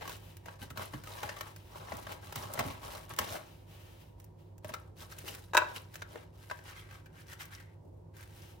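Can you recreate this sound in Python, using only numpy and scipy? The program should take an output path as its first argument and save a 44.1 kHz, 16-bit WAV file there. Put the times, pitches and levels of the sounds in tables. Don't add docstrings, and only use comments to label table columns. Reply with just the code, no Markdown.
import sys
import numpy as np
from scipy import signal
from scipy.fft import rfft, irfft, next_fast_len
from scipy.io import wavfile
from scipy.ndimage import uniform_filter1d

SR = 44100
rng = np.random.default_rng(int(sys.argv[2]) if len(sys.argv) > 2 else 0)


def inscribe(sig):
    pcm = np.round(np.clip(np.atleast_2d(sig).T, -1, 1) * 32767)
    wavfile.write(sys.argv[1], SR, pcm.astype(np.int16))


N = 379260
TIME_S = np.arange(N) / SR
HIT_S = TIME_S[:SR // 4]


def amp(db):
    return 10 ** (np.asarray(db) / 20)


def unit(x):
    return x / np.sqrt(np.mean(x ** 2))


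def unit_peak(x, window=176):
    power = np.mean(np.atleast_2d(x) ** 2, axis=0)
    return x / np.sqrt(uniform_filter1d(power, window, mode="constant").max())


def log_interp(hz, points):
    knots_hz, values = np.transpose(points)
    return np.interp(np.log(hz + 1e-9), np.log(knots_hz), values)


def colour(x, spectrum):
    n = 2 * next_fast_len(x.shape[-1] // 2 + 4096)
    gain = amp(log_interp(np.fft.rfftfreq(n, 1 / SR), spectrum))
    cepstrum = irfft(np.log(gain))
    cepstrum[1:n // 2] *= 2
    cepstrum[n // 2 + 1:] = 0
    return irfft(rfft(x, n) * np.exp(rfft(cepstrum)))[..., :x.shape[-1]]


def butter(x, order, hz, kind):
    return signal.sosfilt(signal.butter(order, hz, kind, fs=SR, output="sos"), x)


def resonate(x, hz, q):
    return signal.lfilter(*signal.iirpeak(hz, q, SR), x)


def stereo_noise(width, size):
    mid, side = rng.standard_normal((2, size))
    return unit(np.array([mid + width * side, mid - width * side]))


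def pan(x, left_db):
    return x * amp([[left_db / 2], [-left_db / 2]])


def add(out, start_s, x):
    i = int(start_s * SR)
    out[:, i:i + x.shape[-1]] += x[..., :N - i]


def wander(rate_hz):
    hold = int(SR / rate_hz)
    steps = np.repeat(rng.standard_normal(N // hold + 1), hold)
    return unit(uniform_filter1d(steps, hold)[:N])


def slips(per_s, spread_db, decay_s, width):
    caught = rng.random(N) < per_s / SR
    sizes = amp(spread_db * np.minimum(rng.exponential(size=N), 5))
    energy = signal.lfilter([1], [1, -np.exp(-1 / (decay_s * SR))], caught * sizes ** 2)
    return unit(np.sqrt(energy) * stereo_noise(width, N))


def gesture(start_s, length_s, attack_s=.018, release_s=.012, creep_s=.075):
    before_s, since_s = np.maximum(start_s - TIME_S, 0), np.maximum(TIME_S - start_s, 0)
    after_s = np.maximum(since_s - length_s, 0)
    grasp = amp(-9.5) * np.exp(-before_s / .0076)
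    rise = 1 - (1 - grasp) * np.exp(-(since_s / (attack_s + .14 * length_s)) ** 2)
    creep = amp(-1.5) * (1 - np.exp(-length_s / creep_s))
    return rise * ((1 - creep) * np.exp(-after_s / release_s) + creep * np.exp(-after_s / creep_s))


def moving_contact(x, modes, swing_db=4.0, rate_hz=13):
    return sum(amp(db + swing_db * wander(rate_hz)) * resonate(x, hz, q) for hz, q, db in modes)


def finger_drift(x, depth_s=.0025, rate_hz=9):
    warped_s = TIME_S + depth_s * wander(rate_hz)
    return np.array([np.interp(warped_s, TIME_S, channel) for channel in x])


# (time [s], held share [0..1])
HELD_SHARE = [(0, 0.23), (4.9, 0.11), (6.4, 0.39), (6.7, 1), (7.4, 1)]
# (frequency [Hz], gain [dB])
FLAT_SPECTRUM = [(120, -5), (270, -3), (430, -4), (700, -2.5), (1100, -1), (1600, -7), (2300, -24.5),
                 (4000, -15.5), (9000, -42.5)]
# (frequency [Hz], Q, gain [dB])
FLAT_MODES = [(616, 4.3, -1.5), (1004, 3.3, 1), (1420, 6.6, -4.5), (2150, 5, -4.5)]
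# (frequency [Hz], Q, gain [dB])
HELD_MODES = [(1180, 5, 4), (1530, 8, 7.5), (1980, 8.3, 4), (3050, 24, -4)]


def slice_ring(jolts):
    dull = colour(jolts, FLAT_SPECTRUM)
    flat = unit(dull + moving_contact(dull, FLAT_MODES))
    free = unit(moving_contact(jolts, HELD_MODES))
    held = np.interp(TIME_S, *np.transpose(HELD_SHARE))
    return finger_drift(np.sqrt(1 - held) * flat + np.sqrt(held) * free)


CRUMB_PITCHES_HZ = [1450, 2080, 2870, 3900, 5500, 10500]


def crumbs():
    snaps = 0
    for hz in CRUMB_PITCHES_HZ:
        bursts = slips(per_s=30, spread_db=2.6, decay_s=4 / hz, width=.6)
        snaps += unit(resonate(bursts, hz, q=4.5))
    return unit(snaps)


# (frequency [Hz], gain [dB])
GRIT_SPECTRUM = [(500, -27), (1300, 0), (2200, 0), (3000, 1), (5000, -1.5), (7500, -4), (11000, -4),
                 (15500, -4.5)]
# (start [s], length [s], grit [dB], ring [dB])
PUSHES = [(0, 0.023, -74, -39.5), (0.072, 0.053, -48.5, -52.5), (0.44, 0.09, -63.5, -55.5),
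          (0.596, 0.032, -50, -47.5), (0.767, 0.058, -47, -40), (0.9, 0.1, -61.5, -55),
          (1.053, 0.26, -53, -47.5), (1.281, 0.19, -58.5, -52), (1.699, 0.33, -58, -50.5),
          (2.049, 0.081, -52.5, -43.5), (2.195, 0.11, -57, -54), (2.324, 0.12, -49, -43.5),
          (2.433, 0.3, -54.5, -47), (2.58, 0.03, -51, -35.5), (2.791, 0.17, -51, -47.5),
          (3.085, 0.024, -50.5, -45), (3.18, 0.072, -44.5, -37), (3.257, 0.08, -45.5, -43.5),
          (3.325, 0.031, -42, -39), (4.184, 0.06, -70, -66), (4.638, 0.11, -61, -53),
          (4.97, 0.067, -54, -55.5), (5.098, 0.027, -47.5, -50), (5.18, 0.037, -51, -54),
          (5.245, 0.051, -40.5, -45), (5.674, 0.035, -55.5, -44.5), (5.726, 0.045, -49, -47.5),
          (5.915, 0.052, -56, -58), (6.055, 0.13, -62.5, -53.5), (6.33, 0.25, -63, -61),
          (6.618, 0.17, -59, -50.5), (6.872, 0.096, -64, -56.5), (7.13, 0.088, -63, -57.5),
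          (7.269, 0.055, -54.5, -52), (7.397, 0.02, -45.5, -40.5), (7.509, 0.043, -53.5, -49.5),
          (8.145, 0.087, -59, -58), (8.273, 0.23, -63.5, -87)]


def sliding(crumb_db=-4.5):
    grip = amp(1.8 * wander(45))
    catches = .4 * slips(per_s=80, spread_db=2.5, decay_s=.0025, width=.85)
    fine = slips(per_s=2000, spread_db=2.7, decay_s=.0009, width=.8)
    jolts = slips(per_s=950, spread_db=3.0, decay_s=.002, width=.9)
    body = slice_ring(jolts + catches)
    grit = unit(colour(fine + .7 * catches, GRIT_SPECTRUM)) + amp(crumb_db) * crumbs()
    grit_gain, body_gain = np.zeros((2, N))
    for start_s, length_s, grit_db, ring_db in PUSHES:
        speed = gesture(start_s, length_s)
        grit_gain = np.maximum(grit_gain, amp(grit_db) * speed)
        body_gain = np.maximum(body_gain, amp(ring_db) * speed)
    return grip * (grit * grit_gain + body * body_gain)


# (frequency [Hz], gain [dB])
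RUB_SPECTRUM = [(110, -21), (260, 1.5), (450, 1.5), (700, -6), (1500, -37)]
# (start [s], length [s], level [dB])
RUBS = [(0, 0.12, -55), (2.638, 0.034, -50), (5.235, 0.076, -51), (6.138, 0.027, -49.5),
        (7.803, 0.17, -61.5)]


def fingertips():
    rub = unit(colour(slips(per_s=300, spread_db=2.5, decay_s=.004, width=.8), RUB_SPECTRUM))
    return rub * sum(amp(db) * gesture(start_s, length_s) for start_s, length_s, db in RUBS)


# (frequency [Hz], gain [dB])
SLEEVE_SPECTRUM = [(200, -23), (600, 2), (1100, -3), (1700, -4.5), (3000, -1.5), (4200, -6.5),
                   (8000, -13.5), (15500, -10)]
# (start [s], length [s], level [dB])
SLEEVE_PASSES = [(0, 0.072, -52.5), (0.22, 0.085, -60.5), (1.5, 0.26, -63.5), (3.422, 0.13, -61.5),
                 (3.677, 0.12, -59), (3.816, 0.21, -65), (4.376, 0.024, -68), (8.294, 0.2, -61.5)]


def sleeve():
    hiss = unit(colour(stereo_noise(.87, N), SLEEVE_SPECTRUM))
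    passes = sum(amp(db) * gesture(start_s, length_s, attack_s=.011, release_s=.085)
                 for start_s, length_s, db in SLEEVE_PASSES)
    return hiss * passes * amp(wander(35))


# (frequency [Hz], level [dB])
MOTOR_LINES = [(100, -56.5), (156, -71.5), (339, -74.5), (368, -74.5), (531, -76.5), (893, -80.5),
               (954, -79.5)]
# (frequency [Hz], gain [dB])
RUMBLE_SPECTRUM = [(20, -41.5), (36, -21.5), (49, 1.5), (65, -3.5), (85, 2), (125, -6), (160, -2.5),
                   (210, -17), (350, -14.5), (700, -23), (950, -23.5), (1300, -38.5), (2500, -47),
                   (15000, -56.5)]


def fridge(rumble_db=-55.0, mono_below_hz=230):
    hum = 0
    for hz, db in MOTOR_LINES:
        peak = np.sqrt(2) * amp(db + wander(2.8))
        hum += peak * np.sin(2 * np.pi * hz * TIME_S + hz / 700 * wander(5))
    mid, side = colour(rng.standard_normal((2, N)), RUMBLE_SPECTRUM)
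    side = butter(side, 4, mono_below_hz, "high")
    rumble = amp(rumble_db + wander(2.7)) * unit(np.array([mid + side, mid - side]))
    return pan(hum + rumble, left_db=-1.5)


def crush(decay_s, width, spread_db, grain_samples=12, rise_s=.003):
    sizes = amp(spread_db * rng.standard_normal(len(HIT_S)))
    grains = np.repeat(sizes, grain_samples)[:len(HIT_S)]
    envelope = np.exp(-HIT_S / decay_s) * (1 - np.exp(-HIT_S / rise_s))
    return stereo_noise(width, len(HIT_S)) * grains * envelope


# (frequency [Hz], gain [dB])
KNOCK_SPECTRUM = [(150, -15.5), (380, -2.5), (570, 3), (1200, -3), (1900, -2), (3200, -17.5), (7000, -42.5)]
# (frequency [Hz], gain [dB])
CRACK_SPECTRUM = [(600, -22), (1500, -8.5), (2600, 2.5), (4000, -4), (6500, -3), (10000, -9.5),
                  (15500, -2.5)]
# (ratio to pitch, level re wood knock [dB])
BENDING_MODES = [(1, 3), (1.5, -3), (2.6, -8)]
# (time [s], knock [dB], crack [dB], pitch [Hz], contact [s])
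EDGE_TAPS = [(.053, -41, -58, 1090, .0029), (.076, -41, -40.5, 1100, .0024), (.093, -42.5, -40, 970, .003),
             (.368, -58.5, -48, 1490, .0018), (.457, -47.5, -50, 680, .0039), (.482, -41, -64, 930, 0.0047),
             (.702, -47, -46.5, 1300, .005), (.773, -38.5, -40, 1520, .0028),
             (.934, -40.5, -51, 1070, .0092), (1.036, -50, -48, 1500, .0035),
             (1.071, -45.5, -48, 1240, .003), (1.23, -33.5, -39, 837, 0.0037),
             (1.29, -35.5, -57, 1700, .0048), (1.364, -44, -50, 1180, .006),
             (1.408, -37, -37, 1196, 0.0029), (1.561, -55, -47.5, 1566, .0027),
             (1.884, -46.5, -68, 890, .0025), (1.919, -34.5, -65, 670, 0.003),
             (1.968, -60, -42, 1160, .0015), (2.067, -40.5, -50, 1080, .003), (2.12, -51, -43, 1190, .0014),
             (2.324, -41, -42.5, 900, .0021), (2.357, -39, -33.5, 692, .003),
             (2.536, -56, -34.5, 1200, .0024), (2.574, -38.5, -62, 658, .0051),
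             (2.59, -28, -31, 695, .0048), (3.136, -51, -44, 1280, .0018), (3.163, -53, -45.5, 990, .002),
             (3.187, -27, -24.5, 1080, .0028), (4.199, -64.5, -53, 1190, .0025),
             (4.242, -80, -52, 1480, .0022), (4.58, -69, -55.5, 1500, .0016), (4.645, -40, -47, 620, .002),
             (4.69, -43.5, -48.5, 654, .0045), (4.737, -35.5, -40.5, 1340, .0045),
             (5.185, -58, -40.5, 1500, .0031), (5.348, -51, -42, 1477, .0025), (5.94, -52, -47, 1500, .003),
             (5.955, -43.5, -42.5, 1540, .0024), (6.019, -37.5, -48, 1410, .003),
             (6.156, -40.5, -58, 483, 0.003), (6.498, -41.5, -60, 1480, .005),
             (6.51, -32.5, -48, 990, .004), (6.588, -52, -61, 1624, .0022), (6.696, -54, -58, 2110, .002),
             (6.91, -53.5, -56, 1640, .0018), (7.057, -55.5, -59, 1550, .0071),
             (7.33, -53, -46.5, 1700, .003), (7.402, -53, -49, 1720, .0034), (7.454, -65, -47, 1460, .0015),
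             (7.6, -52.5, -57, 1570, .002), (8.166, -61, -53, 1490, .0035)]


def tapping(flat_q=8, held_q=52):
    out = np.zeros((2, N))
    for start_s, knock_db, crack_db, hz, contact_s in EDGE_TAPS:
        contact = crush(contact_s + .0005, width=.65, spread_db=2)
        wood = butter(colour(contact, KNOCK_SPECTRUM), 2, .31 * hz, "high")
        held = np.interp(start_s, *np.transpose(HELD_SHARE))
        q = flat_q + (held_q - flat_q) * held * min(1000 / hz, 1) ** 4
        bending = sum(amp(db) * unit_peak(resonate(contact, ratio * hz, max(q / ratio, flat_q)))
                      for ratio, db in BENDING_MODES)
        knock = unit_peak(wood) + bending
        treble_db = .59 * (crack_db - knock_db)
        crack = colour(crush(contact_s, width=.98, spread_db=1), CRACK_SPECTRUM)
        crack = colour(crack, [(3000, 0), (9000, treble_db)])
        add(out, start_s, amp(knock_db) * unit_peak(knock) + amp(crack_db) * unit_peak(crack))
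    return out


# (frequency [Hz], gain [dB])
BOARD_SPECTRUM = [(35, -28), (60, -8), (110, 3), (170, -13), (280, -8.5), (450, -27), (1200, -46.5)]
# (time [s], level [dB])
BOARD_THUDS = [(0.464, -59), (.613, -47), (.703, -44.5), (.774, -46.5), (.932, -41.5), (1.235, -45),
               (1.271, -53.5), (1.926, -46.5), (2.361, -45), (2.45, -47.5), (2.584, -41.5), (2.65, -38.5),
               (3.104, -49.5), (3.194, -42.5), (3.299, -49), (4.645, -49), (4.7, -54)]


def thudding(rise_s=.0092, fall_s=.019):
    out = np.zeros((2, N))
    envelope = (1 - np.exp(-HIT_S / rise_s)) * np.exp(-HIT_S / fall_s)
    for start_s, db in BOARD_THUDS:
        thud = colour(stereo_noise(.16, len(HIT_S)) * envelope, BOARD_SPECTRUM)
        add(out, start_s, amp(db) * unit_peak(thud, window=600))
    return pan(out, left_db=-.5)


def plate_ring(modes, max_lag_s=0.):
    lags_s = max_lag_s * rng.random(len(modes))
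    out = 0
    for (hz, db, t60_s), lag_s in zip(modes, lags_s):
        envelope = (HIT_S >= lag_s) * amp(db - 60 * HIT_S / t60_s)
        out += envelope * np.cos(2 * np.pi * hz * (HIT_S - lag_s))
    return out


# (frequency [Hz], gain [dB], t60 [s])
DISH_MODES = [(1560, -2, 0.16), (2560, -11, .09), (2980, -3, 0.099), (3860, -12, 0.11)]


def clinking(start_s=.617, level_db=-49.5):
    out = np.zeros((2, N))
    add(out, start_s, amp(level_db) * unit_peak(plate_ring(DISH_MODES)))
    return out


# (frequency [Hz], gain [dB], t60 [s])
STACK_MODES = [(357, -19, .082), (550, -19, 0.044), (623, -13.5, .1), (905, -8.5, .04), (964, -5, .07),
               (1010, -10, .1), (1107, -10.5, 0.062), (1300, -9, .045), (1470, -5.5, .04), (1497, 0, .055),
               (1610, -3, 0.051), (1653, -3, .05), (1960, -12, 0.045), (2400, -7.5, 0.038),
               (2580, -6.5, 0.034), (2660, -4, .024), (3830, 1, 0.032), (5600, 0, .006), (7000, 3.5, .007)]
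# (time [s], ring [dB], crack [dB], contact [s])
STACK_DROPS = [(5.534, -31.5, -44, 0.00085), (5.546, -28.5, -34, .00057), (5.55, -19, -42, 0.0011),
               (5.5688, -17.5, -23, 0.00015), (5.575, -17, -32.5, 0.00027), (5.584, -25.5, -46.5, 0.00057),
               (5.619, -26.5, -61.5, .0013)]


def clacking(detune_share=.004):
    out = np.zeros((2, N))
    for start_s, ring_db, crack_db, contact_s in STACK_DROPS:
        ratios = 1 + detune_share * rng.standard_normal(len(STACK_MODES))
        modes = [(hz * ratio, db, t60_s) for (hz, db, t60_s), ratio in zip(STACK_MODES, ratios)]
        centre = plate_ring(modes, max_lag_s=.0007)
        sides = np.array([plate_ring(modes, max_lag_s=.002) for _ in range(2)])
        force = HIT_S * np.exp(-2 * np.pi * HIT_S / contact_s)
        body = signal.fftconvolve(centre + .65 * sides, force[None])[:, :len(HIT_S)]
        crack = colour(crush(.0048, width=.97, spread_db=3), CRACK_SPECTRUM)
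        crack = colour(crack, [(7500, 1), (12000, -5)])
        add(out, start_s, amp(ring_db) * unit_peak(body) + amp(crack_db) * unit_peak(crack))
    return butter(out, 4, 390, "high")


def tabletop(x, echo_db=-16.0, count=6):
    response = np.zeros((2, 512))
    response[:, 0] = 1
    for channel in response:
        channel[rng.integers(30, 400, count)] += amp(echo_db) * rng.choice([-1, 1], count)
    return signal.fftconvolve(x, unit(response) / np.sqrt(response.shape[1]), axes=1)[:, :N]


# (frequency [Hz], t60 [s])
KITCHEN_T60_S = [(100, 0.67), (500, 0.51), (1500, 0.36), (4000, 0.36), (15000, 0.38)]


def walls(x, wet_db=-10.0, build_s=.0058, bands=8):
    reflected = colour(x, [(350, -2), (650, 0), (1500, .5), (3500, -3), (6000, -7), (12000, -9.5)])
    age_s, tail = TIME_S[:SR], 0
    edges_hz = np.geomspace(60, 18000, bands + 1)
    for low_hz, high_hz in zip(edges_hz, edges_hz[1:]):
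        band = butter(rng.standard_normal((2, SR)), 3, [low_hz, high_hz], "band")
        t60_s = log_interp(np.sqrt(low_hz * high_hz), KITCHEN_T60_S)
        tail += band * amp(-60 * age_s / t60_s)
    tail *= 1 - np.exp(-(age_s / build_s) ** 2)
    return amp(wet_db) * signal.fftconvolve(reflected, unit(tail) / np.sqrt(SR), axes=1)[:, :N]


# (frequency [Hz], side gain [dB])
SIDE_GAIN_DB = [(110, -9), (300, 1.5), (2500, 0.5), (4200, -2.5), (12000, 2)]
# (frequency [Hz], left over right [dB])
BALANCE_DB = [(60, -1.5), (200, -5), (380, 6), (1200, -0.5), (2400, 3), (4400, 2.5), (11000, 0)]


def microphones(x):
    mid = (x[0] + x[1]) / 2
    side = colour((x[0] - x[1]) / 2, SIDE_GAIN_DB)
    left = colour(mid + side, [(hz, db / 2) for hz, db in BALANCE_DB])
    right = colour(mid - side, [(hz, -db / 2) for hz, db in BALANCE_DB])
    return np.array([left, right])


def scene():
    handling = sliding() + tapping() + fingertips() + sleeve()
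    near = tabletop(handling) + clacking() + thudding() + clinking()
    return microphones(near + walls(near)) + fridge()


def record(dry, top_hz=16000):
    return signal.sosfilt(signal.ellip(10, .2, 70, top_hz, fs=SR, output="sos"), dry)


dry = scene()
out = record(dry)
inscribe(out)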